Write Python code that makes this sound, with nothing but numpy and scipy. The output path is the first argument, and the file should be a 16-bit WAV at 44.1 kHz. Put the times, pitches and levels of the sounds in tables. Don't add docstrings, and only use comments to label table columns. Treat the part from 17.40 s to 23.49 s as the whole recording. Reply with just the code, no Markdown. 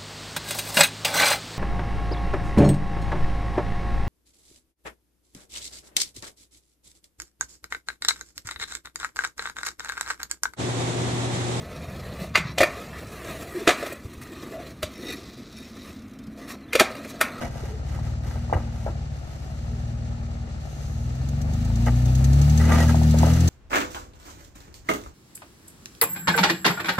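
import sys
import numpy as np
from scipy import signal
from scipy.fft import rfft, irfft, next_fast_len
from scipy.io import wavfile
from scipy.ndimage import uniform_filter1d

SR = 44100
rng = np.random.default_rng(int(sys.argv[2]) if len(sys.argv) > 2 else 0)


def to_wav(s):
    ch = np.atleast_2d(s).T
    pcm = np.round(np.clip(ch, -1, 1) * 32767)
    wavfile.write(sys.argv[1], SR, pcm.astype(np.int16))


N = 268569
TIME = np.arange(N) / SR
FFT_SIZE = 2 * next_fast_len(N * 5 // 9)
FREQ = np.maximum(np.fft.rfftfreq(FFT_SIZE, 1 / SR), 1)
IDLE_HZ = 19

# frequency in Hz, relative level in dB.
RUMBLE_EQ = [(15, -32), (36, -6), (50, -3), (150, -6), (260, -18), (600, -40), (8000, -75)]
FAN_EQ = [(1200, -10), (2500, 2.5), (3300, 1), (4100, 1.5), (4900, 2), (6300, -0.5), (7500, -1), (9000, -6),
          (10300, -11), (11600, -0.5), (13000, -22), (13800, -27), (14600, -11), (15500, -8)]
BELT_EQ = [(1500, -11), (3000, -3), (4400, 1.5), (5200, -0.5), (6300, 7.5), (7600, -0.5), (10000, -10),
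           (11800, -3), (15500, -26)]
BLOCK_EQ = [(150, 7.5), (280, 3), (420, -3.5), (600, 1.5), (790, 1), (1020, -13), (1300, -5), (1600, -11.5),
            (1950, -12.5), (2300, -16), (2800, -28), (4000, -46), (8000, -63)]
GRIT_EQ = [(1000, -35), (2500, 1), (4000, 1), (6500, 2.5), (9000, -4), (10300, -8.5), (11800, -3.5),
           (15500, -21)]
# centre in Hz, width in Hz, relative level in dB.
PULLEY_MODES = [(1250, 61, 4), (1795, 74, 8), (2850, 59, 0), (4170, 96, -9.5), (6600, 91, 0)]
STONE_BODY_MODES = [(335, 56, 2.5), (541, 133, 2.5), (683, 66, 3.5), (796, 25, 2), (880, 140, 0),
                    (1184, 13, 1.5), (1295, 160, -1), (1582, 120, -3.5), (1933, 260, -4.5), (2018, 67, -5),
                    (2266, 47, -7.5), (2536, 83, -11), (2890, 110, -9.5)]
PIPE_MODES = [(57, 15, 2), (69, 23, 5), (122, 29, 2), (142, 14, 0), (196, 16, -12), (232, 19, 0),
              (291, 49, -25), (352, 16, -17), (425, 20, -21), (500, 16, -18), (500, 200, -30)]
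# start and length in seconds, pitch in Hz, level in dB.
CREAK_CUES = [(0.284, 0.096, 433, -39.5), (2.286, 0.11, 425, -48.5), (5.196, 0.032, 1970, -34.5),
              (5.305, 0.058, 1200, -27.5), (5.405, 0.028, 1926, -26), (5.48, 0.03, 1620, -31)]
# start and length in seconds, underbody and grit levels in dB.
SCRAPE_CUES = [(0, 0.1, -33.5, -46), (0.077, 0.36, -45, -52.5), (0.446, 0.26, -49, -57),
               (0.626, 0.13, -48, -54.5), (.82, 0.28, -45.5, -52), (1.074, 0.33, -46.5, -58.5),
               (1.131, 0.026, -29, -51.5), (1.316, 0.26, -51, -55), (1.698, 1, -58, -58.5),
               (3.19, 0.73, -60, -57), (4.464, 0.037, -26.5, -43.5), (5.197, 0.052, -32.5, -41),
               (5.236, 0.25, -27.5, -40.5), (5.315, 0.062, -31, -42), (5.379, 0.1, -31.5, -36.5),
               (5.484, 0.054, -30.5, -38), (5.76, 0.36, -36.5, -41)]
# start in seconds, level in dB, pitch in Hz.
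KNOCK_CUES = [(.157, -28.5, 554), (.235, -28, 402), (.589, -28, 820), (.958, -29, 694), (1.098, -26, 900),
              (1.127, -7.5, 760), (1.166, -19, 794), (1.464, -17, 620), (1.479, -24, 660), (2.78, -40, 740),
              (4.473, -18, 696), (5.545, -15.5, 780), (5.616, -23, 756), (5.742, -16, 544),
              (5.832, -8, 810), (5.868, -16, 644)]
# start in seconds, level in dB.
THUMP_CUES = [(0.956, -22), (1.154, -8.5), (1.479, -22.5)]
# time in seconds, crank speed in Hz, exhaust level in dB.
ENGINE_RIDE = [(0.0, 17.1, -34.9), (0.12, 16.39, -34.1), (0.6, 18.79, -27.2), (1.02, 19.58, -28.4),
               (1.6, 18.48, -29.7), (1.74, 17.53, -30.4), (1.86, 17.34, -38.2), (2.05, 17.64, -33.2),
               (2.35, 19.36, -27.8), (3.0, 19.35, -30.3), (3.37, 17.35, -34.1), (3.5, 18.13, -27.5),
               (4.2, 26.31, -22.4), (4.45, 29.66, -18.4), (4.72, 31.34, -17.3), (4.95, 34.95, -14.1),
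               (5.22, 39.1, -15.3), (5.5, 39.57, -15.7), (5.7, 38.31, -14.9), (6.07, 42.72, -15.6)]
# multiple of the crank speed, relative dB at idle, relative dB under load.
FIRING_ORDERS = [(1, -34, -34), (2, -13, -8), (3, -9, -13.5), (4, -8, -4), (5, -15, -16), (6, -6, -12),
                 (7, -15, -14), (8, -9, -11), (9, -15, -14), (10, -12, -16), (11, -19, -17), (12, -12, -17),
                 (13, -24, -24), (14, -24, -24), (15, -18, -21)]


def undb(db):
    return 10 ** (np.asarray(db) / 20)


def unit(x):
    return x / np.sqrt(np.mean(x ** 2))


def eq_curve(points):
    hz, db = np.transpose(points)
    return undb(np.interp(np.log(FREQ), np.log(hz), db))


def resonances(modes):
    power = 0
    for hz, width, db in modes:
        detune = (FREQ - hz ** 2 / FREQ) / (2 * width)
        power += (undb(db) / (1 + 2 * detune ** 2)) ** 2
    return np.sqrt(power)


def colour(x, gain):
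    cepstrum = irfft(np.log(unit(gain) + 1e-6))
    cepstrum[1:FFT_SIZE // 2] *= 2
    cepstrum[FFT_SIZE // 2 + 1:] = 0
    return irfft(rfft(x, FFT_SIZE) * np.exp(rfft(cepstrum)))[..., :N]


def wander(rate_hz):
    hold = max(int(SR / rate_hz), 1)
    steps = np.repeat(rng.standard_normal(N // hold + 1), hold)
    return 1.3 * uniform_filter1d(uniform_filter1d(steps, hold), hold)[:N]


def add(track, start_s, sound):
    i = max(int(start_s * SR), 0)
    track[i:i + len(sound)] += sound[:max(N - i, 0)]


def pan(x, lag_ms, pan_db):
    delays = np.exp(np.outer([-1, 1], 1j * np.pi * FREQ * lag_ms / 1000))
    return irfft(rfft(x, FFT_SIZE) * delays)[:, :N] * undb([[pan_db / 2], [-pan_db / 2]])


def wide_noise(envelope, gain, lag_ms, pan_db, scatter_db):
    direct, *scattered = colour(envelope * rng.standard_normal((3, N)), gain)
    share = undb(scatter_db)
    return (pan(direct, lag_ms, pan_db) + share * np.array(scattered)) / np.sqrt(1 + share ** 2)


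def rev_level(crank_hz, idle_db, db_per_octave):
    return idle_db + db_per_octave * np.log2(np.maximum(crank_hz / IDLE_HZ, 1))


def panel_rumble(crank_hz):
    level = undb(rev_level(crank_hz, idle_db=-47, db_per_octave=9))
    return wide_noise(level, eq_curve(RUMBLE_EQ), lag_ms=-.2, pan_db=1, scatter_db=-20)


def fan_hiss(crank_hz, turns):
    flutter = (1 + .08 * np.cos(4 * np.pi * turns)) * undb(.8 * wander(90) + .8 * wander(25))
    air = unit(flutter) * undb(rev_level(crank_hz, idle_db=-54, db_per_octave=13.5))
    crossfade = np.clip((crank_hz - 19) / 14, 0, 1)
    bright = eq_curve(FAN_EQ) * (1 + resonances(PULLEY_MODES))
    dull = bright / (1 + (FREQ / 9300) ** 6)
    return sum(wide_noise(air * np.sqrt(share), tone, lag_ms=-.5, pan_db=3, scatter_db=2)
               for share, tone in [(1 - crossfade, dull), (crossfade, bright)])


def belt_chirps(crank_hz, turns, turns_per_lap=2.9815, patch_at_s=5.014, attack_s=.0029, decay_s=.006):
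    envelope, t = np.zeros(N), TIME[:SR // 10]
    laps = np.floor((turns - np.interp(patch_at_s, TIME, turns)) / turns_per_lap)
    starts = np.flatnonzero(np.diff(laps))
    climb_db = .3473 * np.gradient(crank_hz, TIME)
    level_db = rev_level(crank_hz, idle_db=-45, db_per_octave=15.5) + climb_db
    slip = np.clip((crank_hz - IDLE_HZ) / 3, 0, 1)
    chirp = (1 - np.exp(-t / attack_s)) * np.exp(-t / decay_s)
    for i, uneven_db in zip(starts, 2.5 * rng.standard_normal(100)):
        add(envelope, TIME[i], slip[i] * undb(level_db[i] + uneven_db) * chirp)
    swish = undb(-54.5) * np.sin(np.linspace(0, np.pi, int(.65 * SR)))
    add(envelope, 3.15, swish)
    tone = eq_curve(BELT_EQ) * (1 + resonances(PULLEY_MODES))
    return wide_noise(envelope, tone, lag_ms=-.5, pan_db=2, scatter_db=3)


def block_clatter(crank_hz, turns):
    bursts = np.exp(-(3 * turns % 1) / .45) + .6
    strokes = bursts * (1 + .019 * np.cos(2 * np.pi * turns)) * undb(1.35 * wander(50))
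    level = undb(rev_level(crank_hz, idle_db=-42.5, db_per_octave=9))
    return wide_noise(unit(strokes) * level, eq_curve(BLOCK_EQ), lag_ms=-.25, pan_db=5.5, scatter_db=0)


def creaks(waver_hz=25):
    track = np.zeros(N)
    for start, length, hz, db in CREAK_CUES:
        progress = np.clip((TIME - start) / length, 0, 1)
        swell = np.sqrt(np.abs(np.sin(np.pi * progress)))
        cycles = np.cumsum(hz + waver_hz * wander(160)) / SR
        track += undb(db) * swell * np.sin(2 * np.pi * cycles)
    return pan(track, lag_ms=0, pan_db=0)


def tyre_scrapes(grain_db=3, carcass_hz=235):
    body, grit = np.zeros(N), np.zeros(N)
    for start, length, body_db, grit_db in SCRAPE_CUES:
        progress = np.linspace(0, 1, int(length * SR))
        swell = np.sin(np.pi * progress ** .54)
        add(body, start, undb(body_db) * swell)
        add(grit, start, undb(grit_db) * swell)
    catches = unit(undb(grain_db * wander(1500)))
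    catches *= undb(1.3 * wander(130) + 1.2 * wander(25))
    ring = wide_noise(catches * body, resonances(STONE_BODY_MODES), lag_ms=0, pan_db=-2, scatter_db=-2.5)
    carcass = resonances([(carcass_hz, 45, 0)])
    boom = wide_noise(catches * body * undb(-5.5), carcass, lag_ms=0, pan_db=5, scatter_db=-13)
    crunch = wide_noise(catches * grit, eq_curve(GRIT_EQ), lag_ms=-.33, pan_db=2, scatter_db=1)
    return ring + boom + crunch


def stone_knocks(ring_cycles=.75, rattle_rise_s=.0058, rattle_t60_s=.11, thump_hz=75, thump_s=.005):
    hits, rattle, t = np.zeros(N), np.zeros(N), TIME[:SR // 3]
    tail = undb(-10 - 60 * t / rattle_t60_s) * (1 - np.exp(-t / rattle_rise_s))
    for start, db, hz in KNOCK_CUES:
        age = t * hz / ring_cycles
        add(hits, start, undb(db) * age * np.exp(1 - age) * np.sin(2 * np.pi * hz * t))
        add(rattle, start, undb(db) * tail)
    thump = -t / thump_s * np.exp(1 - t / thump_s) * np.sin(2 * np.pi * thump_hz * t)
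    for start, db in THUMP_CUES:
        add(hits, start, undb(db) * thump)
    hits = signal.sosfilt(signal.butter(2, 45, "high", fs=SR, output="sos"), hits)
    dull = resonances(STONE_BODY_MODES) / (1 + (FREQ / 1400) ** 4)
    rattles = wide_noise(rattle, dull, lag_ms=-.076, pan_db=4.5, scatter_db=-11)
    return pan(hits, lag_ms=-.28, pan_db=.5) + rattles


def exhaust_boom(crank_hz, turns, level_db, smear_rad=.15):
    load = np.clip((crank_hz - 20) / 12, 0, 1)
    pulses = np.zeros(N)
    for order, idle_db, loaded_db in FIRING_ORDERS:
        strength = undb(idle_db + load * (loaded_db - idle_db) + 1.1 * wander(7))
        pulses += strength * np.cos(2 * np.pi * order * turns + smear_rad * order ** 2)
    pulses *= 1 + (.16 - .1 * load) * wander(110) + .07 * wander(25)
    pulses += (.11 - .075 * load) * wander(400)
    boom = colour(pulses, resonances(PIPE_MODES) / (1 + (30 / FREQ) ** 4))
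    power = uniform_filter1d(uniform_filter1d(boom ** 2, SR // 9), SR // 9)
    return pan(boom / np.sqrt(power) * undb(level_db), lag_ms=-.048, pan_db=1.5)


def scene():
    times, speeds, levels = np.transpose(ENGINE_RIDE)
    crank_hz = np.interp(TIME, times, speeds)
    exhaust_db = np.interp(TIME, times, levels)
    turns = np.cumsum(crank_hz) / SR
    low_end = exhaust_boom(crank_hz, turns, exhaust_db) + panel_rumble(crank_hz)
    engine_bay = block_clatter(crank_hz, turns) + fan_hiss(crank_hz, turns) + belt_chirps(crank_hz, turns)
    return low_end + engine_bay + stone_knocks() + tyre_scrapes() + creaks()


def record(dry):
    return signal.sosfilt(signal.ellip(10, .2, 80, 15650, fs=SR, output="sos"), dry)


dry = scene()
out = record(dry)
to_wav(out)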